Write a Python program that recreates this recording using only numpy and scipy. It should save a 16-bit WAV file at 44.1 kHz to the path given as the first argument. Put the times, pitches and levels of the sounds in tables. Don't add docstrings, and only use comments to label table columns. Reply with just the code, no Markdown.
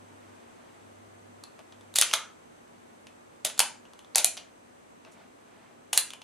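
import sys
import numpy as np
from scipy import signal
from scipy.fft import rfft, irfft, next_fast_len
from scipy.io import wavfile
from scipy.ndimage import uniform_filter1d, minimum_filter1d, map_coordinates

SR = 44100
rng = np.random.default_rng(int(sys.argv[2]) if len(sys.argv) > 2 else 0)


def transcribe(u):
    v = np.clip(np.atleast_2d(u).T, -1, 1)
    q = np.round(v * 32767).astype(np.int16)
    wavfile.write(sys.argv[1], SR, q)


N = 275007

# frequency in Hz, left-right correlation.
ROOM_CORRELATION = [(300, 0.93), (1200, 0.98), (3500, 0.89), (6000, 0.33), (9000, 0.091)]


def amp(db):
    return 10 ** (np.asarray(db) / 20)


def unit(x):
    return x / np.sqrt(np.mean(x ** 2) + 1e-20)


def along(points, hz):
    point_hz, values = np.transpose(points)
    return np.interp(np.log(hz + 1), np.log(point_hz + 1), values)


def bump(hz, centre_hz, width_hz, db):
    return amp(db / (1 + (2 * (hz - centre_hz) / width_hz) ** 2))


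def wobble(rate):
    return map_coordinates(rng.standard_normal(int(N * rate / SR) + 4), [np.arange(N) * rate / SR])


def filtered(x, response):
    n = x.shape[-1]
    m = next_fast_len(n + 8192)
    return irfft(rfft(x, m) * response(np.fft.rfftfreq(m, 1 / SR)), m)[..., :n]


def resonate(x, gain):
    m = 2 * next_fast_len(len(x))
    cepstrum = irfft(np.log(gain(np.fft.rfftfreq(m, 1 / SR)) + 1e-9), m)
    cepstrum[1:m // 2] *= 2
    cepstrum[m // 2 + 1:] = 0
    return irfft(rfft(x, m) * np.exp(rfft(cepstrum)), m)[:len(x)]


def noise(spectrum, size):
    return unit(filtered(rng.standard_normal(size), lambda hz: amp(along(spectrum, hz))))


def stereo_noise(spectrum, correlation, size):
    def mid_side_gains(hz):
        angle = np.arccos(np.clip(along(correlation, hz), -1, 1)) / 2
        return np.array([np.cos(angle), np.sin(angle)])

    mid, side = filtered(noise(spectrum, (2, size)), mid_side_gains)
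    return unit(np.array([mid + side, mid - side]))


def add(track, s, sound):
    part = track[..., max(round(s * SR), 0):][..., :sound.shape[-1]]
    part += sound[..., :part.shape[-1]]


def room_air(t, start_db=-52.5, sink_db_per_s=0.4353):
    # frequency in Hz, spectral density in dB.
    colour = [(20, -33.5), (60, -19), (130, -15), (200, -10.5), (250, -7), (340, -6), (550, -8),
              (1000, -11.5), (2400, -22), (5000, -31.5), (7500, -32), (9000, -29.5), (14300, -38.5),
              (16000, -59.5)]
    # frequency in Hz, left-right correlation.
    correlation = [(60, 0.32), (150, 0.58), (380, -0.44), (950, -0.57), (2380, -0.025), (5980, 0.12),
                   (15000, -0.86)]
    # centre in Hz, width in Hz, boost in dB.
    whistles = [(6300, 260, 8), (7630, 430, 6), (8000, 250, 5.5)]
    air = stereo_noise(colour, correlation, N)
    air = filtered(air, lambda hz: np.prod([bump(hz, *band) for band in whistles], axis=0))
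    return amp(start_db - sink_db_per_s * t) * air


def hum_and_fan(t, hum_hz=100, rest_db=-73, swell_db=10.5, fade_s=.07, sink_db_per_s=.5,
                fan_hz=238, fan_db=-67, fan_follows=.25):
    # start in seconds, end in seconds.
    swells = [(-0.05, .36), (.79, 1.44), (1.72, 1.96)]
    swell = sum(np.clip(.5 + np.minimum(t - start, end - t) / fade_s, 0, 1) for start, end in swells)
    hum_db = rest_db - sink_db_per_s * t + swell_db * swell
    hum = amp(hum_db + .5 * wobble(10)) * unit(np.sin(2 * np.pi * hum_hz * t + .4 * wobble(12)))
    fan = [amp(2.5 * wobble(6)) * np.sin(2 * np.pi * fan_hz * t + wobble(12)) for _ in range(2)]
    return hum + amp(fan_db + fan_follows * (hum_db - hum_db.mean())) * unit(np.array(fan))


def in_room(sound, room_db=-7, gap_s=0.0037, build_s=.002, early_db=2, early_t60=0.16):
    # frequency in Hz, level in dB.
    colour = [(100, -12), (600, 3.5), (1500, 1.5), (3000, 2.5), (6000, -1.5), (10500, 1.5), (13000, 4),
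              (16000, -0.5)]
    # frequency in Hz, T60 in seconds.
    decay = [(150, 0.64), (600, 0.27), (1500, 0.4), (3500, 0.27), (7000, 0.32), (10000, 0.23),
             (15000, 0.068)]
    hz, t, spectra = signal.stft(stereo_noise(colour, ROOM_CORRELATION, SR // 3), SR, nperseg=256)
    tail = signal.istft(spectra * amp(-60 * t / along(decay, hz)[:, None]), SR, nperseg=256)[1]
    t = np.arange(tail.shape[1]) / SR
    tail *= 1 - np.exp(-np.maximum(t - gap_s, 0) / build_s)
    tail *= np.hypot(1, amp(early_db - 60 * t / early_t60))
    response = amp(room_db) * tail / np.linalg.norm(tail[0])
    response[:, 0] += 1
    return signal.fftconvolve(sound[None], response, axes=1)


def hands(t, grain_db=0.5, hollow_hz=650, hollow_width_hz=90, hollow_db=10):
    # centre in seconds, length in seconds, level in dB.
    rubs = [(0.28, 0.44, -66), (0.656, 0.54, -63.5), (1.597, 0.032, -53.5), (5.077, 0.062, -56),
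            (5.202, 0.12, -56.5), (5.601, 0.43, -61)]
    # frequency in Hz, spectral density in dB.
    skin = [(30, -35), (200, -1), (500, -8.5), (660, -7), (850, -3.5), (1500, -9), (2500, -10),
            (5000, -21.5), (10000, -43), (16000, -41.5)]
    swell = sum(amp(db) * np.exp(-(2 * (t - s) / length) ** 2) for s, length, db in rubs)
    rub = amp(grain_db * wobble(90)) * stereo_noise(skin, ROOM_CORRELATION, N)
    return swell * unit(filtered(rub, lambda hz: bump(hz, hollow_hz, hollow_width_hz, hollow_db)))


def thumps(push_s=0.00051, low_cut_hz=45):
    # start in seconds, level in dB.
    jolts = [(2.012, -48), (4.245, -43), (5.976, -38)]
    track = np.zeros(N)
    age = np.arange(SR // 20) / SR / push_s
    for s, db in jolts:
        add(track, s, amp(db) * age * np.exp(1 - age))
    return filtered(track, lambda hz: hz ** 2 / (hz ** 2 + low_cut_hz ** 2))


def scrapes(grit_db=3.0, edge_s=0.0022, shelf_hz=4800):
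    # start in seconds, end in seconds, level in dB, treble shelf in dB.
    strokes = [(1.953, 2.016, -35.5, 0.5), (2.061, 2.132, -47.5, -8), (3.446, 3.476, -32.5, -4.5),
               (3.574, 3.592, -46, -7.5), (4.156, 4.208, -31, -2), (5.114, 5.143, -64, 5),
               (5.927, 5.98, -36, -2)]
    # frequency in Hz, spectral density in dB.
    rails = [(200, -24), (600, -3.5), (1400, -12.5), (3300, 0), (5200, -1.5), (7000, 4), (8500, -3),
             (10500, -1.5), (12500, -13), (16000, -28)]
    t = np.arange(SR // 12) / SR
    for start, end, level_db, treble_db in strokes:
        grit = amp(grit_db * unit(uniform_filter1d(rng.standard_normal(len(t)), size=50)))
        gate = np.clip(np.minimum(t, end - start - t) / edge_s, 0, 1)
        shelf = lambda hz: amp(treble_db * hz ** 4 / (hz ** 4 + shelf_hz ** 4))
        rasp = filtered(noise(rails, len(t)), shelf)
        yield start, amp(level_db) * gate * unit(grit * rasp)


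def barrel_rings(t60=.21):
    # frequency in Hz, relative level in dB.
    modes = [(2440, 2.5), (5330, -7), (6480, -4.5), (7410, -5.5)]
    # start in seconds, level in dB.
    rear_stops = [(2.0136, -42.5), (4.2438, -40.5)]
    t = np.arange(SR // 3) / SR
    ring = sum(amp(db - 60 * t / t60) * np.sin(2 * np.pi * hz * t) for hz, db in modes)
    return [(s, amp(level_db) * ring) for s, level_db in rear_stops]


def burst(t60, chatter_db, attack_s=0.00014, chatter_t60=0.069, evenness=0.73):
    t = np.arange(SR // 8) / SR
    fall = np.hypot(amp(-60 * t / t60), amp(chatter_db - 60 * t / chatter_t60))
    spectrum = rfft(rng.standard_normal(len(t)) * fall, next_fast_len(2 * len(t)))
    spectrum /= (np.abs(spectrum) + 1e-9) ** evenness
    snap = irfft(spectrum)[:len(t)] * (1 - np.exp(-t / attack_s))
    return snap / snap[t < .004].std()


def clack(level_db, knock_db, ping_db, t60, frame_hz, slide_hz, slide_db,
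          frame_db=8, frame_width=0.35, slide_width=0.25, chatter_db=-22):
    # frequency in Hz, spectral density in dB.
    crack_colour = [(40, -33), (200, -27.5), (380, -10), (560, 0), (1300, -1), (1800, -1.5), (3300, 1.5),
                    (4400, 1.5), (5400, 0), (6800, 4), (8300, 0.5), (9800, 6.5), (11300, -0.5), (13000, -7),
                    (16000, -24)]
    # frequency in Hz, relative level in dB, T60 in seconds.
    steel_modes = [(630, -2, .14), (707, -5, .12), (877, -1, .14), (1370, -6, .11), (1490, -7, .12),
                   (2415, -7, .14), (2644, -5, .14), (3420, -3, .12), (3505, -3, .14), (4209, -3, .13),
                   (4769, -5, .12), (5320, -7, .13), (6060, -6, .15), (6450, -7, .13), (7420, -6, .13),
                   (7858, -7, .14), (9420, -3, .15), (9620, -3, .14), (11087, -8, .14)]
    knock_below_hz, ping_above_hz = 1800, 6500
    register = lambda hz: np.searchsorted([knock_below_hz, ping_above_hz], hz)
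    gains = amp(level_db + np.array([knock_db, 0, ping_db]))

    def body(hz):
        frame = bump(hz, frame_hz, frame_width * frame_hz, frame_db)
        slide = bump(hz, slide_hz, slide_width * slide_hz, slide_db)
        colour = amp(along(crack_colour, hz)) * frame * slide
        register_rms = np.sqrt(np.bincount(register(hz), colour ** 2) / len(hz))
        softness = amp(min(ping_db, 0) * np.maximum(hz / 10000 - 1, 0))
        return colour * softness * uniform_filter1d((gains / register_rms)[register(hz)], size=200)

    crack = resonate(burst(t60, chatter_db), body)
    t = np.arange(len(crack)) / SR
    hz, mode_db, mode_t60 = np.transpose(steel_modes)
    ring_db = rng.normal(-17.5, 2.5, len(hz))
    strength = gains[register(hz)] * amp(ring_db + mode_db) * rng.choice([-1, 1], len(hz))
    partials = np.sin(2 * np.pi * hz[:, None] * t) * amp(-60 * t / mode_t60[:, None])
    return crack + strength @ partials


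def ticks(t60=.013, frame_hz=1020, full_knock_db=-31, knock_growth=.45):
    # start in seconds, level in dB, relative treble in dB, slide resonance in Hz.
    contacts = [(1.4375, -43.5, -3.5, 4250), (1.5912, -52.5, -8.5, 2670), (1.7234, -50.5, -16, 3400),
                (1.8102, -57, -6, 3400), (1.94, -47, -0.5, 3950), (2.1125, -34, -10.5, 2800),
                (3.069, -47.5, -9, 2750), (3.5781, -40.5, -4, 4520), (3.8526, -55.5, -16.5, 2900),
                (3.9348, -52, -6.5, 3240), (3.9911, -49.5, -6.5, 3200), (4.0463, -55.5, -13, 3500),
                (4.1482, -32.5, -11, 4540), (5.049, -53, -17, 2640), (6.1045, -39.5, -8, 3300),
                (6.1346, -40, -5, 3050), (6.2171, -45, -12, 2970)]
    for s, level_db, ping_db, slide_hz in contacts:
        knock_db = full_knock_db + knock_growth * level_db - level_db
        yield s, clack(level_db, knock_db, ping_db, t60, frame_hz, slide_hz, slide_db=14,
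                       frame_db=12, frame_width=0.59, slide_width=0.3, chatter_db=-30.5)


def snaps(ping_db=3, full_t60=0.0074, full_db=-16, halving_db=6):
    # start in seconds, level in dB, relative knock in dB, frame and slide resonances in Hz.
    contacts = [(1.9576, -24.5, -15, 1400, 4750), (1.9649, -29, -14.5, 1170, 3650),
                (1.986, -19, -15, 610, 3550), (2.013, -17.5, -18.5, 610, 3430),
                (3.4491, -25, -8.5, 600, 3500), (4.1572, -18.5, -9.5, 787, 5870),
                (4.1817, -22, -10.5, 620, 4160), (4.245, -18, -14.5, 690, 4170),
                (5.9303, -26, -6, 664, 3020)]
    for s, level_db, knock_db, frame_hz, slide_hz in contacts:
        t60 = full_t60 * 2 ** ((full_db - level_db) / halving_db)
        yield s, clack(level_db, knock_db, ping_db, t60, frame_hz, slide_hz, slide_db=7.5)


def landings(neutral_t60=.013, halving_db=7):
    # start in seconds, level in dB, hardness as relative treble in dB, relative knock in dB,
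    # frame and slide resonances in Hz.
    contacts = [(2.0212, -19, -8, -10, 1360, 2866), (2.1308, -29, -11, -11, 1030, 4150),
                (2.1366, -18, -4.5, -6, 1290, 3460), (3.4985, -39, -7, -11, 1530, 3690),
                (3.5928, -17.5, 3, -10, 1310, 4750), (3.6024, -19, -1, -7, 893, 3130),
                (4.3692, -42.5, -5, -10, 1310, 3800), (4.3741, -37.5, -12.5, -9, 670, 3030),
                (5.9758, -16.5, 3.5, -12.5, 1370, 4230)]
    for s, level_db, hardness_db, knock_db, frame_hz, slide_hz in contacts:
        t60 = neutral_t60 * 2 ** (-hardness_db / halving_db)
        yield s, clack(level_db, knock_db, hardness_db, t60, frame_hz, slide_hz, slide_db=4.5,
                       frame_db=10.5, frame_width=0.39)


def pistol(side_db=-15, tick_room_db=-9):
    track = np.zeros((2, N))
    strokes = list(scrapes())
    for s, sound in [*snaps(), *landings(), *barrel_rings(), *strokes]:
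        add(track, s, in_room(sound))
    for s, sound in ticks():
        add(track, s, in_room(sound, room_db=tick_room_db))
    side = filtered(track.mean(axis=0), lambda hz: 1j * amp(side_db) * np.minimum(hz / 10000, 1.3) ** 3)
    return track + np.array([side, -side])


def scene():
    t = np.arange(N) / SR
    return pistol() + thumps() + hands(t) + room_air(t) + hum_and_fan(t)


def record(dry, ceiling=1.2, hold_s=0.0023, top_hz=16700):
    hold = int(hold_s * SR)
    needed_gain = np.minimum(1, ceiling / (np.abs(dry).max(axis=0) + 1e-9))
    held_gain = minimum_filter1d(needed_gain, hold, origin=(hold - 1) // 2)
    limited = np.clip(dry * uniform_filter1d(held_gain, size=12), -1, 1)
    return filtered(limited, lambda hz: np.clip((top_hz - hz) / 700, 0, 1))


dry = scene()
out = record(dry)
transcribe(out)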